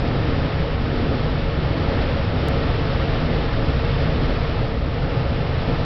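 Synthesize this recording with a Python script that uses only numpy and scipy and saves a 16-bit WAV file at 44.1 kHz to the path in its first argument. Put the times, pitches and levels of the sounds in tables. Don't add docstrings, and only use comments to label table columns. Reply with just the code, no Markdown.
import sys
import numpy as np
from scipy import signal
from scipy.fft import rfft, irfft
from scipy.io import wavfile
from scipy.ndimage import uniform_filter1d

SR = 44100
rng = np.random.default_rng(int(sys.argv[2]) if len(sys.argv) > 2 else 0)


def digitize_waveform(pressure):
    field = np.atleast_2d(pressure).T
    bounded = np.clip(field, -1, 1)
    quanta = np.round(bounded * 32767).astype(np.int16)
    wavfile.write(sys.argv[1], SR, quanta)


N = 257984
HZ = np.fft.rfftfreq(N, 1 / SR)
TIME = np.arange(N) / SR

BUFFET_TOP_HZ, DRONE_TOP_HZ, ROAR_TOP_HZ, FIZZ_FROM_HZ = 196, 423, 897, 2620


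def gain_of(db):
    return 10 ** (np.asarray(db) / 20)


def evened(x):
    return x / np.sqrt(np.mean(x ** 2) + 1e-20)


def read(points):
    hz, db = np.transpose(points)
    return np.interp(np.log(HZ + 1), np.log(hz + 1), db)


def below(hz, order=16):
    return 1 / (1 + (HZ / hz) ** order)


def cockpit(lowest_hz=13):
    # frequency in Hz, relative level per Hz in dB.
    air_spectrum = [(16, -4.5), (30, 0.5), (100, -3), (155, -1), (190, -13.5), (400, -15.5), (700, -18.5),
                    (1000, -25.5), (1400, -26.5), (2300, -30.5), (3400, -30.5), (4400, -35), (5000, -37),
                    (5300, -39.5)]
    # centre in Hz, width at half the dB height in Hz, height in dB.
    cabin_modes = [(48, 9.3, -6.5), (65, 18, 3), (149, 22, -1), (257.5, 66, 6), (319, 5.8, 5),
                   (410, 28, -3), (452, 67, 5.4), (550.2, 22, 7), (606, 14, -3.0), (683, 32, 0.5),
                   (756, 16, -8), (850, 54, 1.4), (1102, 43, 3), (1229, 70, 4), (1332, 67, 4.5),
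                   (1490, 23, -2), (1520, 43, 2.5), (1590, 29, -4), (1770, 68, 2.5), (1885, 88, 2.5),
                   (2170, 120, 2), (2480, 46, 1.2), (2700, 107, 2.1), (3030, 110, 2)]
    modes_db = 0
    for centre_hz, width_hz, height_db in cabin_modes:
        bell = np.exp(-np.log(16) * ((HZ - centre_hz) / width_hz) ** 2)
        modes_db = modes_db + height_db * bell
    low_cut = np.sqrt(1 - below(lowest_hz, order=6))
    return gain_of(read(air_spectrum) + modes_db) * low_cut


def coloured_noise(colour):
    white = rng.standard_normal(N)
    return evened(irfft(rfft(white) * colour, N))


def eddies(fastest_hz):
    return coloured_noise(np.sqrt(below(fastest_hz, order=4)))


def turbulence(colour, level_db, flutter_db, flutter_hz):
    pressure = coloured_noise(colour)
    slow_power = uniform_filter1d(pressure ** 2, size=SR // 5)
    slow_power = uniform_filter1d(slow_power, size=SR // 8)
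    steady = pressure / np.sqrt(slow_power)
    return steady * gain_of(level_db + flutter_db * eddies(flutter_hz))


def rush(follow):
    # time in seconds, level in dB about the usual strength, before the layer's share.
    airflow = [(0, -0.1), (0.47, 0.6), (0.8, -1.2), (1.15, 0.5), (1.5, -1.24), (2.02, 2.1), (2.25, -0.6),
               (2.47, 1.3), (3.1, 1.44), (3.65, 0.3), (4.0, 1.2), (4.5, 0.5), (4.8, -3), (5.15, -0.6),
               (5.45, -0.8), (5.7, 0.5), (5.85, 0.2)]
    seconds, db = np.transpose(airflow)
    return follow * np.interp(TIME, seconds, db)


def bumps():
    # time of the height in seconds, whole length in seconds,
    # change of hull buffeting in dB, change of shell drone in dB.
    rough_patches = [(1.1, 0.49, -0.5, 3.5), (3.906, 1.1, 1.5, -0.4)]
    shaking, drumming = np.zeros(N), np.zeros(N)
    for height_s, length_s, buffet_db, drone_db in rough_patches:
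        phase = np.clip((TIME - height_s) / length_s, -0.5, 0.5)
        swell = np.cos(np.pi * phase) ** 2
        shaking += buffet_db * swell
        drumming += drone_db * swell
    return shaking, drumming


def tick(start_s=2.4853, level_db=-15.5, decay_s=8e-5):
    since = TIME - start_s
    return gain_of(level_db) * (since >= 0) * np.exp(-abs(since) / decay_s)


def seals(colour, hiss_db=-34.0, fizz_db=-36.5):
    low, high = below(ROAR_TOP_HZ), below(FIZZ_FROM_HZ)
    hiss_colour = colour * np.sqrt(abs(high - low))
    fizz_colour = colour * np.sqrt(1 - high)
    hiss = turbulence(hiss_colour, hiss_db + rush(follow=1.0), flutter_db=0.37, flutter_hz=18)
    fizz = turbulence(fizz_colour, fizz_db + rush(follow=1.25), flutter_db=0.54, flutter_hz=17)
    return hiss + fizz


def airframe(colour, buffet_db=-21.5, drone_db=-29.0, roar_db=-30.0, drone_fade_db_per_s=0.35):
    low, middle, high = below(BUFFET_TOP_HZ), below(DRONE_TOP_HZ), below(ROAR_TOP_HZ)
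    shaking, drumming = bumps()
    buffet_level = buffet_db + rush(follow=0.4) + shaking
    drone_level = drone_db + rush(follow=0.5) + drumming - drone_fade_db_per_s * TIME
    roar_level = roar_db + rush(follow=0.6)
    hull_colour = colour * np.sqrt(low)
    shell_colour = colour * np.sqrt(abs(middle - low))
    canopy_colour = colour * np.sqrt(abs(high - middle))
    hull = turbulence(hull_colour, buffet_level, flutter_db=0.34, flutter_hz=6)
    shell = turbulence(shell_colour, drone_level, flutter_db=1.43, flutter_hz=2.2)
    canopy = turbulence(canopy_colour, roar_level, flutter_db=0.74, flutter_hz=6.4)
    return hull + shell + canopy


def scene():
    colour = cockpit()
    air = airframe(colour) + seals(colour)
    return air[None]


def record(dry, edge_hz=16000):
    # frequency in Hz, gain in dB.
    camera_treble = [(5300, 0), (5500, -3.5), (5700, -9), (5900, -16.5), (6100, -27), (6300, -38),
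                     (6600, -65)]
    dulled = irfft(rfft(dry, axis=1) * gain_of(read(camera_treble)), N, axis=1)
    heard = dulled + tick()
    heard = heard * signal.windows.tukey(N, 12 / N)
    band_limit = signal.firwin(511, edge_hz, window=("kaiser", 9), fs=SR)
    return signal.oaconvolve(heard, band_limit[None], "same")


dry = scene()
out = record(dry)
digitize_waveform(out)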